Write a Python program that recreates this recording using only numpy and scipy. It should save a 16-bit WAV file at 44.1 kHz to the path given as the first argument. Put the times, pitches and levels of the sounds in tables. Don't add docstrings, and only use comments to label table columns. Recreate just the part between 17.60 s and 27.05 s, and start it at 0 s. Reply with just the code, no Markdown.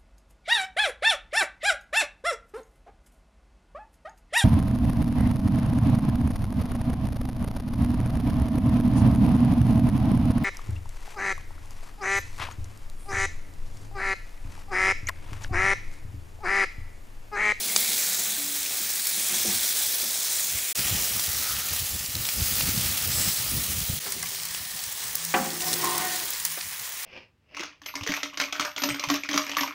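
import sys
import numpy as np
from scipy import signal
from scipy.fft import rfft, irfft, next_fast_len
from scipy.io import wavfile
from scipy.ndimage import uniform_filter1d

SR = 44100
rng = np.random.default_rng(int(sys.argv[2]) if len(sys.argv) > 2 else 0)


def rack_gain(trim_db):
    fader = np.asarray(trim_db, float)
    return 10 ** (fader / 20)


def to_wav(s):
    ch = np.atleast_2d(s).T
    pcm = np.round(np.clip(ch, -1, 1) * 32767)
    wavfile.write(sys.argv[1], SR, pcm.astype(np.int16))


N = 416744
T = np.arange(N) / SR


def evened(x):
    return x / np.sqrt(np.mean(x ** 2) + 1e-20)


def read(points, hz):
    f, value = np.transpose(points)
    return np.interp(np.log(hz + 1), np.log(f + 1), value)


def add(mix, s, sound):
    part = mix[round(s * SR):][:len(sound)]
    part += sound[:len(part)]


def resonate(x, hz, width):
    return signal.lfilter(*signal.iirpeak(hz, hz / width, SR), x)


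def band(x, order, low_hz, high_hz):
    return signal.lfilter(*signal.butter(order, [low_hz, high_hz], "band", fs=SR), x)


def shaped(x, gain):
    size = next_fast_len(N)
    return irfft(rfft(x, size) * gain(np.fft.rfftfreq(size, 1 / SR)), size)[..., :N]


def slow(shape, size):
    return evened(uniform_filter1d(uniform_filter1d(rng.standard_normal(shape), size), size))


def flares(count, per_step, fall):
    kicks = rng.uniform(.3, 1, count) * (rng.random(count) < per_step)
    flare = np.tanh(signal.lfilter([1], [1, -np.exp(-1 / fall)], kicks))
    return evened(flare - flare.mean())


# (fade out starts [s], silent [s], fade in starts [s], full [s])
JOINS = [
    (3.1215, 3.130, 3.148, 3.156),
    (6.389, 6.396, 6.3965, 6.404),
]


def moments(t):
    return np.searchsorted([join[1] for join in JOINS], t)


def swells(rows):
    t = T[::64]
    power = 0
    for s, length_s, db in rows:
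        bell = np.exp(-(2 * (t - s) / length_s) ** 2 * 2)
        power = power + rack_gain(2 * db) * bell * (moments(t) == moments(s))
    return np.interp(T, t, np.sqrt(power))


# (frequency [Hz], level [dB per Hz])
WIND_COLOUR = [(15, -64), (30, -9), (55, 0), (92, 0.5), (200, -6.5), (385, -19), (580, -22), (990, -109)]
BREEZE = [-61, -46.5, -59.5]
# (middle [s], length [s], level [dB])
GUSTS = [(1.9, 0.26, -52), (2.8, 0.13, -54), (2.95, 0.1, -46), (3.2, 0.04, -35), (3.33, 0.22, -35.5),
         (3.51, 0.11, -38), (3.7, 0.063, -40), (3.78, 0.073, -39), (3.93, 0.031, -47), (4.12, 0.034, -38),
         (4.22, 0.022, -40), (4.35, 0.065, -36.5), (4.6, 0.13, -37), (4.8, 0.08, -31), (4.98, 0.24, -38.5),
         (5.15, 0.42, -34.5), (5.33, .1, -53), (5.52, 0.22, -32.5), (5.67, 0.062, -30), (5.82, 0.028, -41),
         (5.95, 0.19, -32), (6.15, 0.46, -35.5), (6.29, 0.047, -33), (6.37, 0.033, -43), (6.6, 0.21, -46.5),
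         (7.0, 0.58, -52), (8.2, 1, -55), (7.55, 0.23, -52)]
# (time [s], level [dB], pitch [Hz])
BUFFETS = [
    (3.325, -7, 99.6),
    (4.106, -25, 78.1),
    (4.217, -10, 87.5),
    (4.818, -1, 92),
    (5.099, -45, 91.5),
    (5.176, -5, 141),
    (5.497, -11, 105),
    (6.298, 0, 138),
    (6.36, -33, 144),
]


def wind():
    lumps = rng.standard_normal(N) * rack_gain(3.5 * slow(N // 64 + 2, size=14).repeat(64)[:N])
    air = evened(shaped(lumps, lambda hz: rack_gain(read(WIND_COLOUR, hz))))
    out = rack_gain(-3) * np.hypot(rack_gain(np.take(BREEZE, moments(T))), swells(GUSTS)) * air
    for s, db, hz in BUFFETS:
        turns = hz * T[:3000]
        add(out, s, rack_gain(db - 11) * np.sin(2 * np.pi * turns) * np.e * turns * np.exp(-turns / 0.32))
    return out


# (time [s], peak [dB], pitch [Hz])
FLUTTERS = [(3.183, -25, 129), (3.308, -21, 105), (3.674, -38, 88.8), (3.76, -31, 88.8), (3.912, -33, 67.3),
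            (4.105, -29, 80.7), (4.198, -26, 88.8), (4.328, -29, 72), (4.538, -29, 119), (5.08, -21.5, 98),
            (5.167, -24, 186), (5.437, -29, 121), (5.457, -22.5, 96.9), (5.794, -29, 122),
            (5.905, -37, 110), (6.285, -24.5, 86.1), (6.364, -26, 144)]


def flutters():
    out = np.zeros(N)
    for s, db, hz in FLUTTERS:
        turns = hz * T[:4000] / 1.3
        swing = np.sin(2 * np.pi * hz * T[:4000])
        add(out, s, rack_gain(db - 10) * swing * np.e * turns * np.exp(-turns))
    return out


def stick_slip(per_s, count):
    slips = (rng.random(count) < per_s / SR) * np.minimum(rng.exponential(1, count), 2)
    return rng.standard_normal(count) * (.5 + 1.5 * slips)


# (frequency [Hz], level [dB], t60 [s])
PLATE = [(198, 2.5, 0.19), (222.4, -0.5, 0.66), (348.5, -3, 0.57), (422, -44, 0.26), (751, -5.5, 0.15)]
# (middle [s], length [s], level [dB])
DRAGS = [
    (.06, 0.32, -51),
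    (.29, 0.27, -49.5),
    (.51, 0.11, -50),
    (.61, 0.069, -51),
    (.75, 0.37, -53.5),
    (1.58, 0.084, -47),
    (1.74, 0.099, -44),
    (1.92, 0.14, -42),
    (2.47, 0.13, -66),
]
# (middle [s], length [s], level [dB])
HUMS = [
    (6.6, .2, -54),
    (6.95, 0.94, -64.5),
    (7.65, 0.4, -51.5),
    (8.05, 0.66, -47),
    (8.5, .3, -64),
    (8.98, 0.32, -62),
]


def plate_rumble():
    slips = stick_slip(per_s=1200, count=N)
    plate = sum(rack_gain(db) * resonate(slips, hz, 2.8 / t60) for hz, db, t60 in PLATE)
    hum_hz = 164.8
    hum = resonate(resonate(rng.standard_normal(N), hum_hz, 6), hum_hz, 8)
    return swells(DRAGS) * evened(plate) + swells(HUMS) * evened(hum)


# (start [s], end [s], pitch [Hz], width [Hz], level [dB])
WHISTLES = [
    (3.17, 3.46, 7250, 250, -39),
    (3.72, 4.18, 1340, 260, -46.5),
    (5.4, 5.85, 5130, 900, -37.5),
    (5.45, 5.8, 7900, 1200, -33),
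]
JETS = [(.03, .4, 2200, 350, -42), (.36, .78, 3900, 500, -44), (3.53, 3.76, 7350, 300, -42),
        (3.33, 3.95, 5600, 500, -44), (3.45, 3.56, 7850, 250, -43), (4.08, 4.62, 7250, 300, -48),
        (3.7, 4.22, 1800, 1100, -47), (6.92, 7.3, 1820, 100, -53), (8.03, 8.16, 5400, 1500, -37),
        (8.2, 8.3, 5550, 300, -44), (6.9, 7.35, 760, 60, -60), (4.3, 4.6, 8500, 300, -52)]


def steam_jets():
    out = np.zeros(N)
    for start, end, hz, width, db in WHISTLES + JETS:
        jet = rng.standard_normal(round((end - start) * SR))
        whistle = evened(resonate(resonate(jet, hz, width), hz, width))
        add(out, start, rack_gain(db) * whistle * np.sqrt(np.hanning(len(jet))))
    return out


def struck(table, modes):
    out, t = np.zeros(N), T[:SR * 2 // 3]
    for s, ring_db, thud_db, top_hz, thud_t60 in table:
        ring = 0
        for hz, db, t60 in modes:
            swing = np.sin(2 * np.pi * (hz * t + rng.random()))
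            ring = ring + rack_gain(db - 60 * t / t60) * swing * np.minimum(hz * t / 1.5, 1)
        thud = evened(band(rng.standard_normal(len(t)), 3, max(170, top_hz / 3.7), top_hz))
        hit = rack_gain(ring_db) * ring + rack_gain(thud_db - 60 * t / thud_t60) * thud
        add(out, s, hit * np.minimum(t / 0.00072, 1))
    return signal.lfilter(*signal.butter(2, 130, "high", fs=SR), out)


# (frequency [Hz], level [dB], t60 [s])
BLADE = [(210, -5, .22), (345, -3, .25), (409, -6, .19), (533, -6, .4), (732, 0, .42), (810, -2, .38),
         (985, -8, .19), (1141, -4, .23), (1507, -6, .16), (1771, -4, .1), (1873, -15, .25),
         (1997, -2, .11), (2358, -14, .2), (2509, -16, .2), (2745, -10, .15), (2977, -16, .2),
         (3165, -9, .1)]
TAP_A = [(288, 0, 1.3)]
TAP_C = [(399, 2, 0.43), (720, -2, 0.13)]
TICK = [(1130, 4.5, 0.14), (753, -2, 0.15), (2060, 12, 0.059), (1650, 3, .06)]
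# (time [s], ring [dB], thud [dB], thud top [Hz], thud t60 [s])
CLANK = [
    (7.7395, -24, -17.5, 2700, 0.072),
    (7.742, -60, -28, 1700, 0.43),
    (7.745, -91, -36, 297, 1),
    (8.974, -54, -33.5, 1500, 0.06),
]
REBOUNDS = [
    (7.786, -37, -40, 2620, 0.046),
    (7.848, -38.5, -42, 2400, 0.087),
]
KNOCKS_A = [
    (.799, -70, -41, 800, .03),
]
TAPS_A = [
    (.776, -42.5, -45, 900, .06),
    (1.105, -70, -46, 900, .12),
]
KNOCKS_C = [
    (6.462, -45, -38.5, 2410, 0.18),
]
TAPS_C = [
    (6.452, -67, -47, 520, 0.22),
    (6.562, -50, -46, 480, 0.11),
    (6.715, -54, -56, 500, 0.11),
]
TICKS = [
    (6.629, -42.5, -40, 2400, .08),
]
KNOCKS_PLATE = [
    (1.848, -38, -34, 570, 0.12),
    (1.8, -57, -46, 550, 0.076),
    (2.43, -51.5, -41, 870, 0.11),
]
KNOCKS_LATE = [
    (1.884, -38.5, -38, 1100, 0.086),
    (1.2, -51.5, -46, 600, .06),
]


def knocks():
    out = struck(CLANK + REBOUNDS, BLADE) + struck(KNOCKS_PLATE + KNOCKS_LATE, PLATE)
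    out += struck(KNOCKS_A + TAPS_A, TAP_A) + struck(KNOCKS_C + TAPS_C, TAP_C)
    return out + struck(TICKS, TICK)


def steadied(x):
    swelling = abs(signal.hilbert(x, next_fast_len(len(x)))[:len(x)])
    return evened(x / (swelling + .2) ** 0.52)


# (frequency [Hz], width [Hz], level [dB])
SCRAPE = [(352, 5.9, 5), (406, 8.1, -4), (738.5, 6.3, 9.5), (930, 100, -3), (1043, 40, -2), (1080, 30, -24),
          (1470, 62, 5), (1820, 70, 10.5), (2310, 77, -26)]
# (time [s], drag [dB], freedom to sing [dB], edge pressure [dB], tip chatter [dB])
STROKE = [(7.84, -45, 3, -11, -4), (7.98, -46.5, -29, -32, -17), (8.03, -47, 3, 5, 0),
          (8.07, -45.5, 3, 7, -6), (8.12, -41, -8, -1, -6), (8.155, -40, -17, -19, -14),
          (8.2, -44.5, -2, 5, -4), (8.245, -37, -5, 8, -12), (8.29, -38.5, -11, 11, -9),
          (8.37, -42, -1, 11.5, -5), (8.45, -41.5, 1, 8, 1), (8.5, -48, 3, 4, 2), (8.55, -45, 1, 0, -1),
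          (8.585, -53, -3, 4, 6), (8.62, -52, 5, 10, 4), (8.67, -59, -4, 2, 0), (8.72, -66, -10, 6, 0)]


def scraping():
    s, *columns = np.transpose(STROKE)
    t = np.arange(s[0], s[-1], 1 / SR)
    db, free_db, press_db, tip_db = (np.interp(t, s, c) for c in columns)
    slips = stick_slip(per_s=2200, count=SR * 2)[:len(t)]
    stroke = rack_gain(-4.5) * evened(band(slips, 2, 150, 1300))
    lifts = [0, 0, free_db] + [press_db] * 3 + [tip_db] * 3
    for (hz, width, mode_db), lift in zip(SCRAPE, lifts):
        stroke = stroke + rack_gain(lift + mode_db - 7.5) * steadied(evened(resonate(slips, hz, width)))
    out = np.zeros(N)
    add(out, s[0], rack_gain(db) * stroke * np.minimum((t - s[0]) / 0.0077, 1))
    return out


def walls(length_s, first, fall_db):
    t = T[:round(.012 * SR)]
    taps = rng.standard_normal(len(t)) * rack_gain(-fall_db * t / length_s)
    taps *= np.clip((length_s - t) / .0007, .1, 1)
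    taps[:2] += first * np.array([1, -.5])
    return taps / abs(taps).max()


# (time [s], peak [dB], pitch [Hz])
POPS = [(0.099, -17, 2090), (0.269, -24, 3820), (1.692, -21, 3770), (2.031, -20, 2150), (3.521, -26, 2240),
        (3.792, -27, 2370), (3.835, -25, 3840), (3.873, -23, 1280), (3.896, -20, 1370), (3.909, -24, 1230),
        (3.939, -31, 1340), (3.967, -17, 2970), (3.984, -20, 2960), (4.019, -25, 3590), (4.09, -19, 2490),
        (4.129, -24, 3530), (4.162, -17, 3590), (4.212, -24, 3060), (4.292, -23, 3560), (6.524, -23, 2170),
        (6.659, -18, 2280), (8.241, -15, 1040), (8.395, -22, 1110), (8.989, -19, 3940)]


def pops():
    out, t = np.zeros(N), T[:700]
    for s, db, hz in POPS:
        turns = hz * t
        snap = 0.65 * np.gradient(rng.standard_normal(len(t))) * np.exp(-t / .0015)
        ring = np.sin(2 * np.pi * turns) * np.exp(-turns / 3)
        add(out, s, rack_gain(db - 4) * (ring + snap) * np.minimum(turns, 1))
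    return out


# rate [per s], then level [dB]
CRACKS_PER_S = [20, 20, 22]
CRACK_LEVEL = [-25, -26, -28]


def cracks():
    moment = moments(T)
    size = rack_gain(3.7 * np.minimum(rng.exponential(1, N), 3))
    size *= rng.random(N) < np.take(CRACKS_PER_S, moment) / SR
    snap = band(walls(.004, 9, 14), 1, 1800, 11000)
    return signal.oaconvolve(size * rack_gain(np.take(CRACK_LEVEL, moment)), snap / abs(snap).max())[:N]


# (time [s], peak [dB], centre [Hz])
SNAPS = [(4.4614, -15, 5300), (4.5532, -14, 4300), (4.6526, -15, 3400), (4.707, -21, 5500),
         (4.809, -19, 4500), (4.828, -19, 8500), (5.011, -13, 3800), (6.6893, -15, 7100), (6.72, -19, 7000),
         (6.8, -19, 3500), (6.8339, -15, 5700), (6.8868, -17, 6700), (7.0843, -26, 6500),
         (7.1917, -17, 6200), (7.3259, -13, 8800), (7.904, -16.5, 4710), (7.9407, -19, 6500),
         (8.0059, -20, 2800), (8.1294, -12, 9000), (8.2531, -24, 1600), (8.295, -16, 6200),
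         (8.8525, -8, 12000), (9.1967, -27, 7800), (0.164, -11, 7500), (.1666, -10, 7000),
         (8.8515, -12, 8000), (8.8538, -10, 8000), (3.194, -17, 3000), (4.94, -20, 7000)]


def snaps():
    out = np.zeros(N)
    for s, db, hz in SNAPS:
        pop = band(walls(.003, 8, 14), 2, hz / 1.5, min(1.5 * hz, 16000))
        add(out, s, rack_gain(db - 2.5) * pop / abs(pop).max())
    return out


# (time [s], peak [dB], centre [Hz], low part [dB relative])
SPITS = [(0.1622, -1.5, 4800, -13.5), (0.705, -15, 6430, -29), (3.191, -17, 2970, -21),
         (3.283, -12.5, 7000, -13), (3.4214, -14, 7330, -24), (3.595, -13, 7150, -11),
         (4.135, -12, 8790, -14), (4.653, -25, 5400, -16), (5.008, -15.5, 2860, -5),
         (5.0215, -16, 5600, -27), (6.2033, -14, 6800, -19), (6.5217, -8, 6740, -25),
         (6.627, -14.5, 6440, -33), (6.694, -25, 7660, -13), (6.8527, -14, 7700, -21),
         (6.9475, -14.5, 4800, -14), (7.238, -16, 6700, -21), (7.5535, -9, 8750, -21),
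         (7.6493, -13, 7500, -32), (7.905, -23, 6000, -33), (8.007, -20, 2590, -23),
         (8.019, -17, 5150, -18), (8.13, -11, 5630, -17), (8.137, -11, 6550, -29), (8.245, -13, 6960, -9),
         (8.3569, -15, 9170, -30), (8.379, -9, 8510, -33), (8.655, -18, 12400, -15),
         (8.7046, -12, 10000, -35), (8.8503, -7, 9000, -23)]
# (time [s], peak [dB], centre [Hz])
MORE_SPITS = [(4.163, -15, 6500), (1.246, -48, 9200), (1.302, -14, 8910), (3.2994, -24, 7280),
              (3.987, -16, 7510), (4.0854, -13.5, 7900), (4.5528, -21, 4490), (4.6885, -11, 3600),
              (5.387, -26, 5380), (6.6614, -28, 6400), (6.787, -21, 5540), (7.174, -20, 7040),
              (7.9329, -18, 6270), (8.1085, -18, 9300), (8.1398, -14, 7170), (9.292, -22, 10700)]
CRACKLE = [(8.0744, -17, 7750), (8.0824, -13, 5500), (8.1144, -11, 9300), (8.1864, -18, 8650),
           (8.2144, -29, 3900), (8.2544, -13, 5460), (8.2934, -15, 6880), (8.3094, -16, 6240),
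           (8.4124, -26, 5570), (8.4517, -20, 8180), (8.5094, -23, 6420), (8.5594, -13, 7940),
           (8.599, -16, 4450), (8.7344, -17, 6300), (8.7994, -15, 5550), (9.0094, -18, 4060),
           (9.1247, -22, 6600), (9.1954, -19, 7740), (9.2344, -26, 5570)]
CRACKLE_EARLY = [(0.2064, -13, 8690), (0.2444, -11, 9490), (1.0605, -13, 3850), (1.47, -6.5, 7280),
                 (2.034, -13, 7770), (2.1894, -23, 3870), (2.8694, -17, 5800), (3.6394, -13, 7610),
                 (4.6513, -20, 8420), (4.6894, -23, 5770)]


def spits():
    small = [(s, db - 2, hz, -14) for s, db, hz in MORE_SPITS]
    crackle = [(s, db - 2.5, hz, -34) for s, db, hz in CRACKLE + CRACKLE_EARLY]
    out = np.zeros(N)
    for s, db, hz, low_db in SPITS + small + crackle:
        pop = walls(.0054, 3, 9)
        low = band(pop + 3 * (T[:len(pop)] < .0001), 1, 500, 2500)
        high = band(pop, 3, hz / 1.8, min(1.8 * hz, 16000))
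        spit = high / abs(high).max() + rack_gain(low_db + 8) * low / abs(low).max()
        add(out, s, rack_gain(db - 4) * spit)
    return out


# (frequency [Hz], level [dB], t60 [s])
HOLLOWS = [(1400, -10, .015), (2320, -11, .026), (2810, -9, .015), (4700, 2, .016), (6400, -1, .014),
           (7700, -4, .012)]
# (time [s], ring [dB], thud [dB], thud top [Hz], thud t60 [s])
BIG_SPIT = [
    (.1617, -13, -70, 2000, .01),
]


def hollows():
    return struck(BIG_SPIT, HOLLOWS)


def bubbles(per_s, spread_db, cycles):
    crowd = rack_gain(1.3 * flares(count=N // 64 + 2, per_step=0.064, fall=5.5)).repeat(64)[:N]
    size = rack_gain(spread_db * np.minimum(rng.exponential(1, N), 5)) * (rng.random(N) < crowd * per_s / SR)
    kind, out = rng.integers(0, 20, N), np.zeros(N)
    for k, hz in enumerate(np.geomspace(700, 15000, num=20)):
        turns = hz * T[:600]
        chirp = np.sin(2 * np.pi * turns * (1 + 0.1 * turns))
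        grain = chirp * np.exp(-turns / cycles) * hz / 4000
        echoed = np.convolve(grain, walls(0.0042, 1.5, 12)[:260])
        echoed *= np.linalg.norm(grain) / np.linalg.norm(echoed)
        out += signal.oaconvolve(size * (kind == k), echoed)[:N]
    return out


# (frequency [Hz], level [dB per Hz])
COLOUR_A = [(150, -23), (250, -10.5), (600, -9), (722, -7.5), (978, -13), (2350, -4), (3020, -8),
            (3290, -2), (3960, -1), (4680, -2.5), (7260, 1), (11400, -2.5), (14000, -5)]
COLOUR_B = [(240, -24), (400, -10), (880, -8.5), (991, -21), (1260, -5), (1620, -14.5), (1850, -5),
            (2120, -8), (2350, -6.5), (5320, -3), (12200, -4.5), (14000, -7)]
COLOUR_C = [(120, -45), (200, -26), (275, -14.5), (504, -4), (646, -11), (745, -3.5), (1060, -2.5),
            (1600, -5.5), (1810, 2), (2450, -2), (4990, 1), (9500, 0.5), (12400, -4.5), (14000, -2.5)]
# (fizz less 0.5, body less 1.5,
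# bass as given, is the extra change in dB per dB of boil)
FIZZ_FOLLOWS = [0.3, 0.36, 0.43]
BODY_FOLLOWS = [1, 1.25, 0.9]
BASS_FOLLOWS = [.3, 0.2, 1.7]


def frying_colour(hz, moment, change_db):
    colours = [read(c, np.minimum(hz, 13900)) for c in (COLOUR_A, COLOUR_B, COLOUR_C)]
    colour = np.array(colours)[moment].T
    column = hz[:, None]
    follow = np.clip((column - 8500) / 2500, 0, 1) * (np.take(FIZZ_FOLLOWS, moment) - 0.5)
    follow += np.clip((3500 - column) / 1000, 0, 1) * (np.take(BODY_FOLLOWS, moment) - 1.5)
    follow += np.clip((750 - column) / 150, 0, 1) * np.take(BASS_FOLLOWS, moment)
    shape = rack_gain(colour + follow * change_db)
    return shape / np.sqrt((shape[(hz > 3000) & (hz < 9500)] ** 2).sum(0))


# (time [s], level [dB])
BOIL = [
    [(0.0, -30.5), (0.3, -26.5), (0.8, -31), (1.27, -31.5), (1.75, -27), (3.12, -30.5)],
    [(3.16, -28.5), (4.52, -34.5), (4.85, -30), (5.65, -30), (6.39, -33.5)],
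    [(6.4, -35), (6.9, -36.5), (7.995, -36), (8.01, -31.5), (8.6, -33), (9.04, -38.5), (9.45, -36.5)],
]
# (time [s], level [dB])
WET_FACES = [(.17, 4), (.59, 2.5), (1.31, 1.5), (1.87, 0.5), (2.03, 1.5), (2.66, 1), (2.97, 1.5), (3.18, 0),
             (3.28, -0.5), (3.59, 1.5), (4.0, -1), (4.65, 3.5), (4.98, 3), (5.4, -1), (5.58, 2),
             (6.948, 0.5), (8.06, -0.5), (8.33, 1.5), (8.853, 6.5)]


def frying():
    sizzle = bubbles(per_s=4500, spread_db=-1.5, cycles=0.71)
    hz, t, grains = signal.stft(sizzle, SR, nperseg=256, noverlap=192)
    grains = grains / np.sqrt(np.mean(abs(grains) ** 2, 1, keepdims=True))
    hiss = (rng.standard_normal(grains.shape) + 1j * rng.standard_normal(grains.shape)) / np.sqrt(2)

    patches = evened(uniform_filter1d(slow(grains.shape, size=30), size=6, axis=0))
    flicker = 0.35 * flares(count=len(t), per_step=0.03, fall=8.2)
    flicker += 0.3 * flares(count=len(t), per_step=0.04, fall=22)
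    fall_s = 0.039
    surge = sum(db * (t > s) * np.exp(-np.maximum(t - s, 0) / fall_s) for s, db in WET_FACES)
    drift = uniform_filter1d(slow((len(hz), len(t) // 32 + 1), size=6), size=8, axis=0)
    drift = 0.8 * evened(drift).repeat(32, 1)[:, :len(t)]

    boil_db, moment = np.interp(t, *np.concatenate(BOIL).T), moments(t)
    usual_db = np.array([np.mean(boil_db[moment == m]) for m in range(3)])
    shape = frying_colour(hz, moment, boil_db - usual_db[moment])
    bursting = np.clip(hz[:, None] / 1500 - .25, 0, .65)
    z = (bursting * grains + np.sqrt(1 - bursting ** 2) * hiss) * shape
    z = z * rack_gain(boil_db + 0.78 * patches + drift + flicker + surge)
    return signal.istft(z, SR, nperseg=256, noverlap=192)[1][:N]


def scene():
    air = wind() + flutters()
    steel = plate_rumble() + knocks() + scraping()
    fat = pops() + cracks() + snaps() + spits() + hollows() + frying()
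    return np.tile(air + steel + steam_jets() + fat, (2, 1))


def low_pass(x):
    return signal.sosfilt(signal.butter(12, 17110, fs=SR, output="sos"), x)


# (frequency [Hz], level [dB])
MIC = [(25, -11), (40, -2.5), (70, 2), (12500, 0), (14000, 2.3), (15000, 5.3), (15650, 8.3)]


def record(dry):
    edge_hz = 15740
    overloaded = 1.432 * np.tanh(dry / 1.366)
    heard = shaped(overloaded, lambda hz: rack_gain(read(MIC, hz)) * np.clip((edge_hz - hz) / 40, 0, 1))
    fades = np.prod([np.interp(T, join, [1, 0, 0, 1]) for join in JOINS], axis=0)
    return low_pass(heard * fades)


dry = scene()
out = record(dry)
to_wav(out)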